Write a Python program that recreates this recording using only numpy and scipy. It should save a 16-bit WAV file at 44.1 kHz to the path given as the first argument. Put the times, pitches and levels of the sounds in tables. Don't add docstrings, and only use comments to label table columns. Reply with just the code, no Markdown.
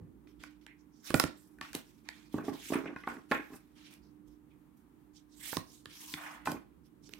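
import sys
import numpy as np
from scipy import signal
from scipy.fft import rfft, irfft, next_fast_len
from scipy.io import wavfile

SR = 44100
rng = np.random.default_rng(int(sys.argv[2]) if len(sys.argv) > 2 else 0)


def wrap_up_sound(samples):
    columns = np.atleast_2d(samples).T
    tamed = np.clip(columns, -1, 1)
    steps = np.round(tamed * 32767).astype(np.int16)
    wavfile.write(sys.argv[1], SR, steps)


N = 317079

# (time [s], edge knock [dB], knock centre [Hz], hollow thump [dB], crack [dB],
# treble gain of the crack [dB], ring length [ratio])
IMPACTS = [(0.272, -56.5, 3480, -54, -62, -28, 0.79), (0.436, -36, 2600, -70, -47.5, 0, 0.56),
           (0.665, -46, 2270, -65, -42, -15, 0.48), (1.104, -24, 1326, -32.5, -40, 1, 0.64),
           (1.1421, -10.5, 1180, -14, -24, -1, 0.62), (1.198, -17, 1550, -35.5, -16, -1.5, 0.8),
           (1.239, -18.5, 1364, -22, -26, -4, 0.23), (1.585, -48.5, 1816, -52, -72, 8, 1.8),
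           (1.611, -32, 1820, -41.5, -38.5, -11, 2.2), (1.731, -42, 1860, -61, -42, 0, 0.83),
           (1.75, -41, 900, -31.5, -33.5, 3, 1), (2.088, -32, 2060, -56, -30.5, -14, 0.46),
           (2.343, -36, 793, -23, -56, -2, 1), (2.382, -29.5, 854, -29.5, -72, -3, 1.8),
           (2.482, -29.5, 730, -24.5, -72, -2, 1.4), (2.704, -42, 729, -28, -69, -1, 1.5),
           (2.722, -25.5, 1010, -23, -61, 0, 1.2), (2.736, -29, 1900, -35.5, -51, -4, 0.48),
           (2.756, -36, 898, -22, -40, -10, 0.57), (2.788, -40, 920, -30, -75, 8.5, 1.3),
           (2.857, -33.5, 1710, -51, -73, -14, 0.71), (2.961, -30.5, 1294, -42.5, -59.5, -22, 1.4),
           (3.036, -38, 1905, -47.5, -70, 2, 2.5), (3.073, -21.5, 1500, -35.5, -64, -5.5, 1.1),
           (3.167, -41.5, 1490, -47, -62.5, -9, .7), (3.313, -21.5, 1720, -23, -39, -0.5, 0.75),
           (3.318, -15, 1768, -31, -38.5, -6.5, 2.3), (3.938, -73, 2500, -76, -57.5, 6, 1.03),
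           (5.529, -28, 830, -55, -54, -10, 0.39), (5.569, -25, 1000, -31, -26.5, -7, 0.4),
           (5.857, -34.5, 3000, -46, -41.5, -3, 0.19), (6.139, -30, 3850, -38.5, -27.5, -29.5, 0.67),
           (6.456, -32.5, 2080, -57, -42, -3, 2.5), (6.471, -19.5, 1047, -50, -62, -4, 1.53),
           (6.517, -37.5, 604, -34.5, -38, 4, 1.16), (7.092, -55.5, 2000, -52, -57.5, 3.5, 0.6),
           (7.136, -72, 4170, -52, -39, -16, 0.68)]
# (start [s], end [s], knock level [dB])
CLATTER_SPANS = [(0.002, 0.076, -67), (2.352, 2.477, -46), (2.488, 2.555, -44.5), (2.759, 2.815, -41.5),
                 (2.849, 2.932, -43.5), (3.072, 3.183, -48), (3.325, 3.412, -42), (3.507, 3.572, -50),
                 (6.474, 6.562, -40.5)]
# (frequency [Hz], relative level [dB], T60 [s])
CARD_MODES = [(600, 4.5, 0.0082), (778, -5, 0.041), (856, -1.5, 0.017), (1101, -0.5, 0.035),
              (1265, 0.5, 0.012), (1423, -1.5, 0.039), (1710, 10, 0.0084), (2130, 6, 0.012),
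              (2524, 2, 0.025), (4140, 3, 0.0025)]
CAVITY_MODES = [(202, -10, 0.034), (265, -6.5, 0.089), (304.5, 2, 0.073), (343.5, -5, 0.1),
                (414, -0.5, 0.043)]
TABLETOP_MODES = [(64.4, -4, 0.096), (99, 3.5, 0.099), (124, 7, 0.028), (166, -4, 0.098)]
# (time [s], thud below thump [dB])
COUPLING_LOSS = [(0, -12.5), (.25, 10.5), (1.3, 14.5), (2.35, 15.5), (2.7, 31), (3.3, 28), (5.5, 6),
                 (7.19, 19)]
# (frequency [Hz], relative spectral density [dB])
CRACK_SPECTRUM = [(1300, -18), (2500, -5), (3400, -9), (4200, -5), (6100, -14), (12300, -10), (16000, -21)]
# (start [s], rise [ms], length after the rise [ms], level [dB], centre [Hz],
# width [octaves])
SLIDES = [(0.275, 2.5, 96, -74.5, 4400, 1.3), (0.39, 25, 137, -63, 3000, 1.1),
          (.61, 3.8, 75, -74.5, 3470, 1.1), (0.669, 3.1, 122, -65, 2050, 0.19),
          (.78, 17, 45, -76, 5700, 0.29), (0.9, 66, 260, -77.5, 5760, 0.4),
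          (1.031, 47, 78, -50.5, 6060, 1.53), (1.144, 1.1, 77, -45.5, 12500, 0.99),
          (1.202, 2.5, 128, -51, 4460, 0.76), (1.36, 23, 240, -72, 9160, 0.71),
          (1.62, 1.8, 130, -55.5, 1840, 0.86), (1.62, 6.3, 500, -67, 7840, 1.7),
          (1.736, 9.4, 64, -46, 6200, 4.7), (2.039, 35, 210, -66, 2240, 0.96),
          (2.1, 9.2, 400, -69, 3340, 1.4), (2.312, 36, 117, -62, 7750, 2.1),
          (2.432, 16, 127, -60, 4900, 1.2), (2.519, 18, 160, -62, 9000, 2.8),
          (2.55, 100, 230, -52.5, 3980, 0.73), (2.6, 106, 113, -55, 11100, 0.36),
          (2.731, 3.3, 99, -41.5, 1280, 0.55), (2.859, 5.1, 56, -53.5, 2130, 0.25),
          (2.95, 19.4, 350, -68.5, 2316, 1.2), (3.066, 5.4, 195, -65.5, 8000, 1.1),
          (3.08, 7.1, 115, -54.5, 1570, 0.49), (3.286, 42, 77, -57, 10000, 2.2),
          (3.319, 4.1, 121, -44, 1830, 0.32), (3.332, 8.1, 520, -68.5, 7430, 6),
          (3.507, 42, 59, -64.5, 7260, 0.55), (3.75, 20, 140, -65.5, 3130, 1.03),
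          (3.834, 19, 74, -62, 3300, 0.63), (3.9, 14, 73, -62, 4340, 1.7),
          (4.01, 26.5, 106, -79.5, 4750, 0.23), (4.259, 14.4, 110, -79, 6770, 0.72),
          (4.49, 29, 52, -82.5, 2200, 0.7), (4.76, 16, 67, -79.5, 9020, 0.61),
          (5.132, 33, 56, -67, 4990, 0.54), (5.29, 51, 160, -72, 5400, 0.48),
          (5.375, 133, 102, -45.5, 12000, 1.62), (5.4, 22, 100, -59, 1960, 0.14),
          (5.629, 87, 150, -64.5, 6430, 0.65), (5.869, 56, 130, -58, 4530, 1.16),
          (5.9, 157, 243, -52.5, 9500, 1.3), (6.129, 123, 193, -63, 9400, 0.96),
          (5.94, 100, 290, -67, 950, 0.12), (6.151, 32, 330, -50.5, 1200, 0.62),
          (6.45, 5.9, 117, -50, 7500, 2.3), (6.83, 34, 30, -77, 6000, 0.9),
          (7.021, 36, 55, -68.5, 5170, 0.52), (7.1, 27, 160, -67.5, 3900, 3.8)]
# (frequency [Hz], nominal emphasis [dB])
FRICTION_BANDS = [(2350, 5), (3400, 4.5), (5300, 3), (13000, 3.5)]
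# (time [s], left minus right [dB])
HAND_PAN = [(0.0, -2), (1.25, -9.5), (1.65, -1), (2.09, -6), (2.35, -4), (3.4, -3), (5.57, -9),
            (5.95, -1.5), (6.6, -4), (7.19, -11)]
# (frequency [Hz], relative spectral density [dB])
RUMBLE_SPECTRUM = [(25, -30), (55, 4.5), (95, -12), (125, -4.5), (200, -1), (320, -2), (430, -12.5),
                   (600, -25.5), (800, -55)]
AIR_SPECTRUM = [(350, -39), (600, -11), (919, -4), (2470, -17.5), (5260, -27), (13200, -21.5),
                (16000, -22.5)]
# (frequency [Hz], correlation [ratio])
ROOM_CORRELATION = [(60, 0.56), (240, 0.65), (950, 0.053), (15000, 0.02)]

CONTACT_MS, CRACK_MS, CLATTER_MS = 0.93, 0.87, 4.5
EDGE_DELAY_S = 0.00077
DETUNE = .05
CLATTER_GAP_S, CLATTER_HZ, CLATTER_FADE_DB = .013, 880, 5.5
SWELL_DB, HOLD_SHARE = 24.5, 0.27
DIP_HZ, DIP_WIDTH_HZ, DIP_SHARE = 610, 200, 0.24
LEFT_LAG_S = .000023
ROOM_DB, ROOM_T60_S, TREBLE_T60_S = -8, 0.3, 0.18
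WALL_CUT_HZ, FIRST_ECHO_S, BUILD_UP_S = 4000, 0.0037, 0.0048
RUMBLE_DB, AIR_DB, HUM_DB, HUM_HZ = -64, -75, -67, 300.3
OPENING_THUMP_DB, OPENING_T60_S = 6, 0.73


def impacts():
    out = np.zeros((2, N + SR))
    long, brief = int(.13 * SR), int(.06 * SR)
    t = np.arange(long) / SR
    edge_t = np.maximum(t[:brief] - EDGE_DELAY_S, 0)
    hits = IMPACTS + clatter()
    scatter_db = 2.5 * rng.standard_normal((len(hits), 3, len(CARD_MODES)))
    crack_noise = coloured(CRACK_SPECTRUM, [(100, 1.0), (9000, 0.35)])
    treble = filtered(crack_noise, 4, 6500, "high")
    body = filtered(crack_noise, 4, 6500, "low")
    mid, side = rng.standard_normal((2, N + SR))
    ragged = mid + 0.24 * side * [[1], [-1]]
    push = np.gradient((t / .0005) ** 2 * np.exp(-t / 0.00028))
    cupped = filtered(push, 2, [190, 700], "band")
    puff = from_db(-2.5) * cupped / np.max(np.abs(cupped))
    for k, (s, knock_db, knock_hz, thump_db, crack_db, treble_db, lasts) in enumerate(hits):
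        card_db, cavity_db, table_db = scatter_db[k]
        at = max(int(s * SR) - 40, 0)
        lasts = max(lasts, .1)
        thump = from_db(thump_db) * (ring(cupped, CAVITY_MODES, cavity_db) + puff)
        thud_db = thump_db - np.interp(s, *np.transpose(COUPLING_LOSS))
        thud = from_db(thud_db) * ring(push, TABLETOP_MODES, table_db, flip=-1.3)
        out[:, at:at + long] += thump + thud
        force = ragged[:, at:at + brief] * touch(edge_t, CONTACT_MS if k < len(IMPACTS) else CLATTER_MS)
        focus_db = -5.0 * np.log2(np.array(CARD_MODES)[:, 0] / knock_hz) ** 2
        knock = ring(force, CARD_MODES, focus_db + card_db, flip=-0.83, lasts=lasts, bend=DETUNE)
        span = (at + np.arange(brief)) % N
        burst = body[:, span] + from_db(treble_db) * treble[:, span]
        crack = touch(edge_t, CRACK_MS * np.sqrt(lasts)) * burst
        out[:, at:at + brief] += from_db(knock_db) * knock + from_db(crack_db) * crack
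    return out[:, :N]


def touch(t, ms):
    x = 1400 * t / ms
    return x ** 2 * np.exp(-x) * np.e ** 2 / 4


def ring(force, modes, strength_db, flip=1, lasts=1, bend=0):
    out = 0
    for k, (hz, db, t60) in enumerate(modes):
        radius = from_db(-60 / (lasts * t60 * SR))
        angle = 2 * np.pi * hz * (1 + bend * np.sin(k * k + strength_db[k])) / SR
        gain = flip ** k * from_db(db + strength_db[k])
        poles = [1, -2 * radius * np.cos(angle), radius * radius]
        out = out + gain * signal.lfilter([0, np.sin(angle)], poles, force)
    return out / np.max(np.abs(out))


def clatter():
    rows = []
    for start, end, db in CLATTER_SPANS:
        times = np.arange(start, end, CLATTER_GAP_S)
        for s, (late, loud, low, pitch) in zip(times, rng.standard_normal((len(times), 4))):
            now_db = db - CLATTER_FADE_DB * (s - start) / (end - start)
            onset = s + CLATTER_GAP_S * late / 3
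            knock_db, thump_db, crack_db = now_db + 2 * loud, now_db + 8.5 + 2 * low, now_db - 49.5
            rows.append((onset, knock_db, CLATTER_HZ * 2 ** (pitch / 2), thump_db, crack_db, -6, 1))
    return rows


def sliding():
    edges = 450 * 2 ** np.arange(0, 5.3, 1 / 4)
    centres = np.sqrt(edges[1:] * edges[:-1])[:, None]
    paper_db = sum(db * np.exp(-.5 * (np.log2(centres / hz) / .11) ** 2) for hz, db in FRICTION_BANDS)
    ms = np.arange(0, N / SR * 1000 + 1)
    power = np.zeros((len(centres), len(ms)))
    scatter = 2.5 * rng.standard_normal((len(SLIDES), 2, len(centres), 1))
    for (s, rise, length, db, hz, octaves), (card_db, lag) in zip(SLIDES, scatter):
        hold, fade = HOLD_SHARE * length, (1 - HOLD_SHARE) * length
        heard = slice(max(int(1000 * s - 2 * rise), 0), int(1000 * s + 2 * rise + 3 * length))
        since = ms[heard] - 1000 * s - .1 * rise * np.tanh(lag)
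        swell_db = -SWELL_DB * np.maximum(1 - since / rise, 0) ** 2
        envelope = from_db(swell_db - 20 * np.maximum(since - rise - hold, 0) / fade)
        away = np.log2(centres / hz) / octaves
        away = np.where(away < 0, 1.3 * away, away)
        lightness = np.clip((-56.5 - db) / 12, .6, 1.8)
        share = np.exp(-.5 * away ** 2) * from_db(2 * paper_db * lightness + card_db)
        power[:, heard] += from_db(2 * db) * envelope ** 2 * share / share.sum()
    out, grain = 0, drift(43)
    white = rng.standard_normal((2, 2, N))
    for k, band in enumerate(zip(edges, edges[1:])):
        mid, side = filtered(white[k % 2], 2, band, "band")
        flicker = from_db(1.8 * grain + 2.5 * drift(30))
        level = np.interp(np.arange(N) / SR * 1000, ms, np.sqrt(power[k])) / np.std(mid)
        out = out + flicker * level * (mid + 0.88 * side * [[1], [-1]])
    return out


def midrange_dip(x):
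    band = signal.lfilter(*signal.iirpeak(DIP_HZ, DIP_HZ / DIP_WIDTH_HZ, SR), x)
    return x - DIP_SHARE * band


def room(x):
    t = np.maximum(np.arange(SR // 2) / SR - FIRST_ECHO_S, 0)
    noise = filtered(rng.standard_normal((2, len(t))), 1, 300, "high")
    dull = filtered(noise, 2, WALL_CUT_HZ, "low")
    echoes = dull * from_db(-60 * t / ROOM_T60_S) + (noise - dull) * from_db(-60 * t / TREBLE_T60_S)
    echoes = echoes * np.minimum(t / BUILD_UP_S, 1)
    return signal.fftconvolve(x[None], rms_one(echoes) / np.sqrt(len(t)), axes=1)[:, :N]


def background():
    t = np.arange(N) / SR
    dying = from_db(OPENING_THUMP_DB - 60 * t / OPENING_T60_S)
    swell = (1 + dying) * from_db(RUMBLE_DB + 1.2 * drift(1.5))
    rumble = swell * coloured(RUMBLE_SPECTRUM, ROOM_CORRELATION)
    hum = from_db(HUM_DB + 3 * drift(2.5)) * np.sqrt(2) * np.sin(2 * np.pi * HUM_HZ * t)
    air = from_db(AIR_DB + 0.82 * drift(3.4)) * coloured(AIR_SPECTRUM, ROOM_CORRELATION)
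    return panned(rumble, -8.5) + panned(hum, -12.0) + air


def coloured(spectrum, correlation):
    size = next_fast_len(N)
    hz = np.maximum(np.fft.rfftfreq(size, 1 / SR), 1)
    mid, side = rfft(rng.standard_normal((2, size)))
    alike = np.clip(at_hz(correlation, hz), 0, 1)
    pair = np.sqrt(1 + alike) * mid + np.sqrt(1 - alike) * side * [[1], [-1]]
    return rms_one(irfft(pair * from_db(at_hz(spectrum, hz)), size)[:, :N])


def drift(corner_hz):
    pole = np.exp(-2 * np.pi * corner_hz * 40 / SR)
    white = rng.standard_normal(N // 40 + 2002)
    slow = signal.lfilter([1], [1, -2 * pole, pole * pole], white)[2000:]
    return np.interp(np.arange(N) / 40, np.arange(len(slow)), rms_one(slow))


def filtered(x, order, hz, kind):
    return signal.sosfilt(signal.butter(order, hz, kind, fs=SR, output="sos"), x)


def at_hz(points, hz):
    known_hz, values = np.transpose(points)
    return np.interp(np.log(hz), np.log(known_hz), values)


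def panned(x, pan_db):
    return x * from_db(np.array([pan_db / 2, -pan_db / 2]).reshape(2, -1))


def from_db(db):
    return 10 ** (np.asarray(db) / 20)


def rms_one(x):
    return x / np.sqrt(np.mean(x ** 2) + 1e-20)


def scene():
    cards = midrange_dip(impacts() + sliding())
    samples = np.arange(N)
    direct = panned(cards, np.interp(samples / SR, *np.transpose(HAND_PAN)))
    direct[0] = np.interp(samples - np.round(LEFT_LAG_S * SR), samples, direct[0])
    reverberation = from_db(ROOM_DB) * panned(room(cards.mean(axis=0)), -4.0)
    return direct + reverberation + background()


def record(dry):
    treble_cut = signal.cheby2(16, 70, 16700, fs=SR, output="sos")
    return signal.sosfilt(treble_cut, filtered(dry, 2, 45, "high"))


dry = scene()
out = record(dry)
wrap_up_sound(out)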